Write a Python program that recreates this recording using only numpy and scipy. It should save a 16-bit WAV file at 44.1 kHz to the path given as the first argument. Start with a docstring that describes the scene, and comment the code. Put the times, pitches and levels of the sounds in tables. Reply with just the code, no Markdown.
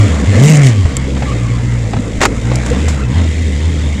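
"""Open-wheel race car slowing, on board

The engine flares once with a bark, then burbles and pops on a trailing throttle. Its valve gear
rattles and, late on, a loose part taps. Wind and tyres rush, a short volley of knocks rings the
chassis, bumps boom in the bodywork, grit ticks on it and brakes or tyres squeal faintly.
The loudest moments overload the microphone."""
import sys
import numpy as np
from scipy import signal
from scipy.fft import rfft, irfft, next_fast_len
from scipy.io import wavfile
from scipy.ndimage import uniform_filter1d, map_coordinates

SR = 44100
rng = np.random.default_rng(int(sys.argv[2]) if len(sys.argv) > 2 else 0)


def transcribe(u):
    """Save the signal u as a 16-bit wav file named by the first command-line argument.

    u: samples, shape (n,) or (channels, n), limited to [-1, 1]; the rate is SR.
    q: integer samples, one column per channel.
    """
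    v = np.clip(np.atleast_2d(u).T, -1, 1)
    q = np.round(v * 32767).astype(np.int16)
    wavfile.write(sys.argv[1], SR, q)


N = 176400
TIME_S = np.arange(N) / SR


def amp(db):
    """Decibels to gain."""
    return 10 ** (np.asarray(db) / 20)


def unit(x):
    """Scale to rms 1."""
    return x / np.sqrt(np.mean(x ** 2) + 1e-20)


def curves(rows):
    """Each column after the time, interpolated per sample."""
    times_s, *columns = np.transpose(rows)
    return [np.interp(TIME_S, times_s, column) for column in columns]


def wobble(rate_hz):
    """Smooth random curve through Gaussian knots."""
    knots = rng.standard_normal(int(N * rate_hz / SR) + 4)
    return map_coordinates(knots, [TIME_S * rate_hz])


def filtered(x, response):
    """Apply a complex frequency response."""
    size = next_fast_len(N + SR // 2)
    return irfft(rfft(x, size) * response(np.fft.rfftfreq(size, 1 / SR)), size)[:N]


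def coloured(x, spectrum):
    """Shape x by (f/Hz, level/dB) points, then scale to rms 1."""
    points_hz, db = np.transpose(spectrum)
    return unit(filtered(x, lambda hz: amp(np.interp(np.log(hz + 1), np.log(points_hz), db))))


def turbulence(patch_db=2.5):
    """White noise with patches of random gain in time and frequency."""
    bins = signal.stft(rng.standard_normal(N), nperseg=1024)[2]
    patches = uniform_filter1d(rng.standard_normal(bins.shape), size=6, axis=0)
    patches = uniform_filter1d(patches, size=6, axis=1)
    return signal.istft(bins * amp(patch_db * unit(patches)), nperseg=1024)[1][:N]


def strikes(rows, attack_s):
    """Envelope of fast-rising, decaying blows, summed in power."""
    power = np.zeros(N)
    for start_s, db, t60_s in rows:
        age_s = np.maximum(TIME_S - start_s, 0)
        power += (amp(db - 60 * age_s / t60_s) * (1 - np.exp(-age_s / attack_s))) ** 2
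    return np.sqrt(power)


def ring(hits, hz, t60_s):
    """Damped resonance struck by each hit."""
    age_s = TIME_S[:SR // 10]
    swing = amp(-60 * age_s / t60_s) * np.sin(2 * np.pi * hz * age_s)
    low_cut = signal.butter(2, hz / 2, "highpass", fs=SR, output="sos")
    return signal.sosfilt(low_cut, signal.fftconvolve(hits, swing)[:N])


def impulses(cycles):
    """One impulse per completed cycle."""
    return np.diff(np.floor(cycles), append=0) > 0


# t/s, firing f/Hz, fundamental level/dB, second harmonic level/dB
ENGINE_TRACK = [(0, 106.6, -5, -27), (0.05, 103.1, -5.5, -43), (0.09, 79.65, -12.5, -24.5),
                (0.26, 64.4, -16, -34), (0.29, 104.2, -6, -22), (0.365, 92.05, -9, -28),
                (0.405, 130.2, -2, -12), (0.5, 157.3, -4.5, -35), (0.67, 133.2, -5, -16),
                (0.73, 108.1, -7.5, -30), (0.8, 98.2, -8, -25.5), (0.92, 65.03, -20, -23),
                (1.17, 66.33, -15.5, -20), (1.27, 66.55, -17.5, -31), (1.35, 58.24, -21.5, -14),
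                (1.76, 60.07, -19.5, -14), (1.86, 55, -21.5, -18), (2.3, 51.53, -21.5, -25),
                (2.55, 62.34, -17.5, -12.5), (2.66, 59.62, -18, -22.5), (2.87, 79.7, -10.5, -31),
                (2.98, 67.93, -15.5, -20.5), (3.1, 58.47, -22, -13), (3.17, 87.02, -7.5, -26.5),
                (3.25, 82.5, -9.5, -30), (3.34, 73.9, -16, -29.5), (3.42, 82.4, -9.5, -38),
                (3.55, 70.4, -14, -27), (3.67, 82.98, -10, -26), (3.76, 77.4, -14, -25.5),
                (4, 72.0, -15, -35)]


def engine(jitter=0.012, rasp_above_hz=120):
    """Exhaust, rattle and a loose part, all driven by one slightly unsteady firing rate."""
    firing_hz, first_db, second_db = curves(ENGINE_TRACK)
    phase = 2 * np.pi * np.cumsum(firing_hz * (1 + jitter * wobble(40))) / SR
    revved = np.clip((firing_hz - rasp_above_hz) / 10, 0, 1)
    exhaust = exhaust_boom(phase, first_db, second_db) + exhaust_pulses(phase, revved)
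    return exhaust + engine_rattle(phase, revved) + loose_part(phase)


# harmonic number, level/dB re a blend of the lowest two
UPPER_HARMONICS = [(3, -21), (4, -27.5), (5, -29)]


def exhaust_boom(phase, first_db, second_db, shimmer_db=1.5, upper_swing_db=3):
    """Two strong harmonics of the firing rate and weak upper ones, all a little uneven."""
    first, second = amp(first_db), amp(second_db)
    boom = first * amp(shimmer_db * wobble(35)) * np.sin(phase)
    boom += second * amp(shimmer_db * wobble(35)) * np.sin(2 * phase)
    blend = np.hypot(first, 2 * second)
    for harmonic, db in UPPER_HARMONICS:
        gain = blend * amp(db + upper_swing_db * wobble(25))
        boom += gain * np.sin(harmonic * phase + 0.5 * wobble(30))
    return np.sqrt(2) * boom


# exhaust resonances: f/Hz, level/dB, t60/s
OVERRUN_MODES = [(203, -24.5, 0.069)]
HIGH_REV_MODES = [(460, -31, 0.0078), (700, -25, 0.0076), (2170, -15.5, .009)]


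def exhaust_pulses(phase, revved, scatter_db=4, stagger_cycles=0.12):
    """Uneven firings ring the exhaust: a staggering burble on the overrun, a bark at high revs."""
    cycles = phase / (2 * np.pi)
    strength = amp(scatter_db * np.clip(rng.standard_normal(N), -2, 2))
    staggered = strength * impulses(cycles + stagger_cycles * wobble(60))
    on_time = strength * impulses(cycles)
    burble = sum(amp(db) * ring(staggered, hz, t60_s) for hz, db, t60_s in OVERRUN_MODES)
    bark = sum(amp(db) * ring(on_time, hz, t60_s) for hz, db, t60_s in HIGH_REV_MODES)
    return (1 - revved) * burble + revved * bark


# t/s, rattle level/dB, hiss level/dB
RATTLE_LEVELS = [(0, -26.5, -31), (0.24, -31.5, -35.5), (0.38, -24.5, -29.5), (0.46, -22, -20),
                 (0.56, -25.5, -22.5), (0.61, -28, -30), (0.67, -22.5, -21), (0.73, -30.5, -36.5),
                 (1.05, -34, -40), (1.28, -32, -37.5), (1.55, -35, -39.5), (2.3, -37, -39),
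                 (2.68, -31, -35.5), (2.9, -29, -35.5), (3.07, -37, -42), (3.15, -30.5, -37), (4, -34, -38)]
# f/Hz, relative level/dB
RATTLE_SPECTRUM = [(1000, -40), (1650, -12), (2050, 1.5), (2400, -6.5), (3600, -8.5), (4300, -13.5),
                   (5200, -15.5), (8000, -43)]
HISS_SPECTRUM = [(2500, -14), (4600, -6.5), (7350, 3), (8300, -4.5), (10000, -13.5), (15500, -47)]


def engine_rattle(phase, revved, pulse_depth=0.17, rasp_depth=0.55, grain_db=1.67, rasp_grain_db=1.8):
    """Engine rattle and hiss pulse with each firing; at high revs the overloaded peaks crackle."""
    rattle_db, hiss_db = curves(RATTLE_LEVELS)
    depth = (1 - revved) * pulse_depth - revved * rasp_depth
    grain = amp((grain_db + rasp_grain_db * revved) * wobble(500))
    gate = np.exp(depth * np.sin(phase)) * grain
    gate /= np.sqrt(uniform_filter1d(gate ** 2, size=4000))  # hold the local rms at 1
    rattle = amp(rattle_db) * coloured(gate * turbulence(), RATTLE_SPECTRUM)
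    hiss = amp(hiss_db) * coloured(gate * rng.standard_normal(N), HISS_SPECTRUM)
    return rattle + hiss


# t/s, level/dB
EXHAUST_POPS = [(0.339, -16.5), (0.851, -19.5), (1.167, -17.5), (1.222, -13.5), (1.933, -14.5),
                (1.966, -18.5), (2.515, -15.5), (2.661, -19), (2.731, -21), (2.88, -16.5)]
# f/Hz, relative level/dB
POP_SPECTRUM = [(120, -17), (450, 8.5), (2200, -7.5), (6000, -20), (14000, -63)]


def exhaust_pops(t60_s=0.07):
    """Soft puffs of late-burning fuel."""
    envelope = strikes([(start_s, db, t60_s) for start_s, db in EXHAUST_POPS], attack_s=0.00059)
    return envelope * coloured(rng.standard_normal(N), POP_SPECTRUM)


# t/s, rumble level/dB, rush level/dB
ROAD_LEVELS = [(0, -16, -26), (0.26, -19.5, -28.5), (0.4, -12.5, -25), (0.66, -21.5, -25),
               (0.78, -23.5, -36.5), (1.25, -23, -32.5), (1.65, -25.5, -35.5), (2.35, -22, -34),
               (2.7, -19, -28.5), (3.05, -25, -36.5), (3.2, -25, -27.5), (3.35, -25.5, -38.5),
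               (4, -24.5, -36)]
# f/Hz, relative level/dB
BUFFET_SPECTRUM = [(20, 8), (50, 6.5), (130, 15), (300, -65)]
RUMBLE_SPECTRUM = [(100, -54), (170, 2), (280, 1.5), (380, -10), (490, -4), (590, -11.5), (800, -31.5),
                   (1500, -84)]
RUSH_SPECTRUM = [(350, -46), (600, -0.5), (950, -4), (1450, -7.5), (1750, -5), (2400, -11.5), (5000, -66)]


def wind_and_tyres(buffet_db=-25, gust_db=3, swing_db=1.3):
    """Low wind buffeting, tyre rumble and a midrange rush of air."""
    rumble_db, rush_db = curves(ROAD_LEVELS)
    buffet = amp(buffet_db + gust_db * wobble(14)) * coloured(rng.standard_normal(N), BUFFET_SPECTRUM)
    rumble = amp(rumble_db + swing_db * wobble(27)) * coloured(turbulence(), RUMBLE_SPECTRUM)
    rush = amp(rush_db + swing_db * wobble(20)) * coloured(turbulence(), RUSH_SPECTRUM)
    return buffet + rumble + rush


# f/Hz, bandwidth/Hz, relative level/dB
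CHASSIS_MODES = [(397, 45, 11), (780.5, 96.5, 2), (1200, 62, -6)]


def chassis_response(hz):
    """Chassis resonances, summed with alternating sign."""
    return sum((-1) ** k * amp(db) * 1j * hz * width_hz / (mode_hz ** 2 - hz ** 2 + 1j * hz * width_hz)
               for k, (mode_hz, width_hz, db) in enumerate(CHASSIS_MODES))


# t/s, level/dB, t60/s
CHASSIS_KNOCKS = [(2.205, -15, 0.11), (2.214, -3.5, 0.076), (2.223, -7.5, 0.059), (2.231, -3, 0.08),
                  (2.2525, 3.5, 0.037)]
# f/Hz, relative level/dB
CRASH_SPECTRUM = [(60, -37), (200, 2.5), (900, 3.5), (2100, 2), (3000, -6.5), (5000, -10.5), (7300, -7.5),
                  (15500, -51)]


def chassis_knocks(ring_db=-5):
    """Rough blows that crash and ring in the chassis."""
    force = strikes(CHASSIS_KNOCKS, attack_s=0.00072)
    scrape = rng.standard_normal(N)
    ringing = filtered(force * scrape, chassis_response) / np.std(filtered(scrape, chassis_response))
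    crash = force * coloured(rng.standard_normal(N), CRASH_SPECTRUM)
    return crash + amp(ring_db) * ringing


# centre t/s, f/Hz, level/dB, length/s
BODY_BUMPS = [(0.366, 253, -11.5, 0.035), (0.855, 86.5, -2.5, 0.013), (1.939, 820, -23, 0.013),
              (1.972, 109, -7, 0.01), (1.998, 225, -8.5, 0.01), (2.72, 487, -13, 0.017),
              (2.779, 205.7, -15, 0.04)]


def body_bumps():
    """Bumps boom in the bodywork, each a brief tone under a bell-shaped envelope."""
    booms = np.zeros(N)
    for centre_s, hz, db, length_s in BODY_BUMPS:
        offset_s = TIME_S - centre_s
        envelope = amp(db) * np.exp(-(2 * offset_s / length_s) ** 2)
        booms += envelope * np.sin(2 * np.pi * hz * offset_s)
    return np.sqrt(2) * booms


# t/s, level/dB, t60/s
GRIT_HITS = [(.968, -8, 0.016), (2.5563, -12, 0.02), (2.662, -23, 0.059), (2.702, -23.5, 0.033),
             (2.883, -21, 0.15)]
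# f/Hz, relative level/dB
GRIT_SPECTRUM = [(1000, -14.5), (6400, -6), (7200, 2), (8200, -9), (15000, -36.5)]


def grit():
    """Grit strikes the body with short bright ticks."""
    return strikes(GRIT_HITS, attack_s=0.0001) * coloured(rng.standard_normal(N), GRIT_SPECTRUM)


# start t/s, length/s, f/Hz, level/dB, roughness/fraction of f
FRICTION_SQUEALS = [(0.076, 1.02, 1123, -37, 0.041), (1.259, 0.08, 1135, -26.5, .045),
                    (1.374, 0.22, 1160, -34, .055), (2.955, 0.089, 1373, -30, .15)]


def squeals(drift=0.012, swing_db=2, octave_db=-10):
    """Brake or tyre friction: rough, drifting tones with a weak octave."""
    tones = np.zeros(N)
    for start_s, length_s, hz, db, roughness in FRICTION_SQUEALS:
        progress = np.clip((TIME_S - start_s) / length_s, 0, 1)
        pitch_hz = hz * (1 + drift * wobble(16) + roughness * wobble(260))
        phase = 2 * np.pi * np.cumsum(pitch_hz) / SR
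        envelope = amp(db + swing_db * wobble(30.12)) * np.sqrt(2 * abs(np.sin(np.pi * progress)))
        tones += envelope * (np.sin(phase) + amp(octave_db) * np.sin(2 * phase))
    return tones


# f/Hz
LOOSE_PART_MODES = [2021.5, 3241, 3680]


def loose_part(phase, start_s=3.12, level_db=-39.5, t60_s=0.028):
    """The engine shakes a metal part; each mode is tapped once every second firing."""
    ringing = np.zeros(N)
    for hz in LOOSE_PART_MODES:
        taps = impulses(phase / (4 * np.pi) + rng.random()) * rng.uniform(0.2, 1, N)
        ringing += ring(taps, hz, t60_s)
    return amp(level_db) * (TIME_S > start_s) * unit(ringing)


def scene():
    """Mono mix, heard from behind the driver."""
    mix = engine() + exhaust_pops() + wind_and_tyres()
    mix += chassis_knocks() + body_bumps() + grit() + squeals()
    return mix[None]


def record(dry):
    """The overloaded microphone flattens peaks at full scale; a band limit cuts the top treble."""
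    hardness, top_hz = 20, 15650
    flattened = dry[0] / (1 + abs(dry[0]) ** hardness) ** (1 / hardness)
    return filtered(flattened, lambda hz: hz < top_hz)[None]


dry = scene()
out = record(dry)
transcribe(out)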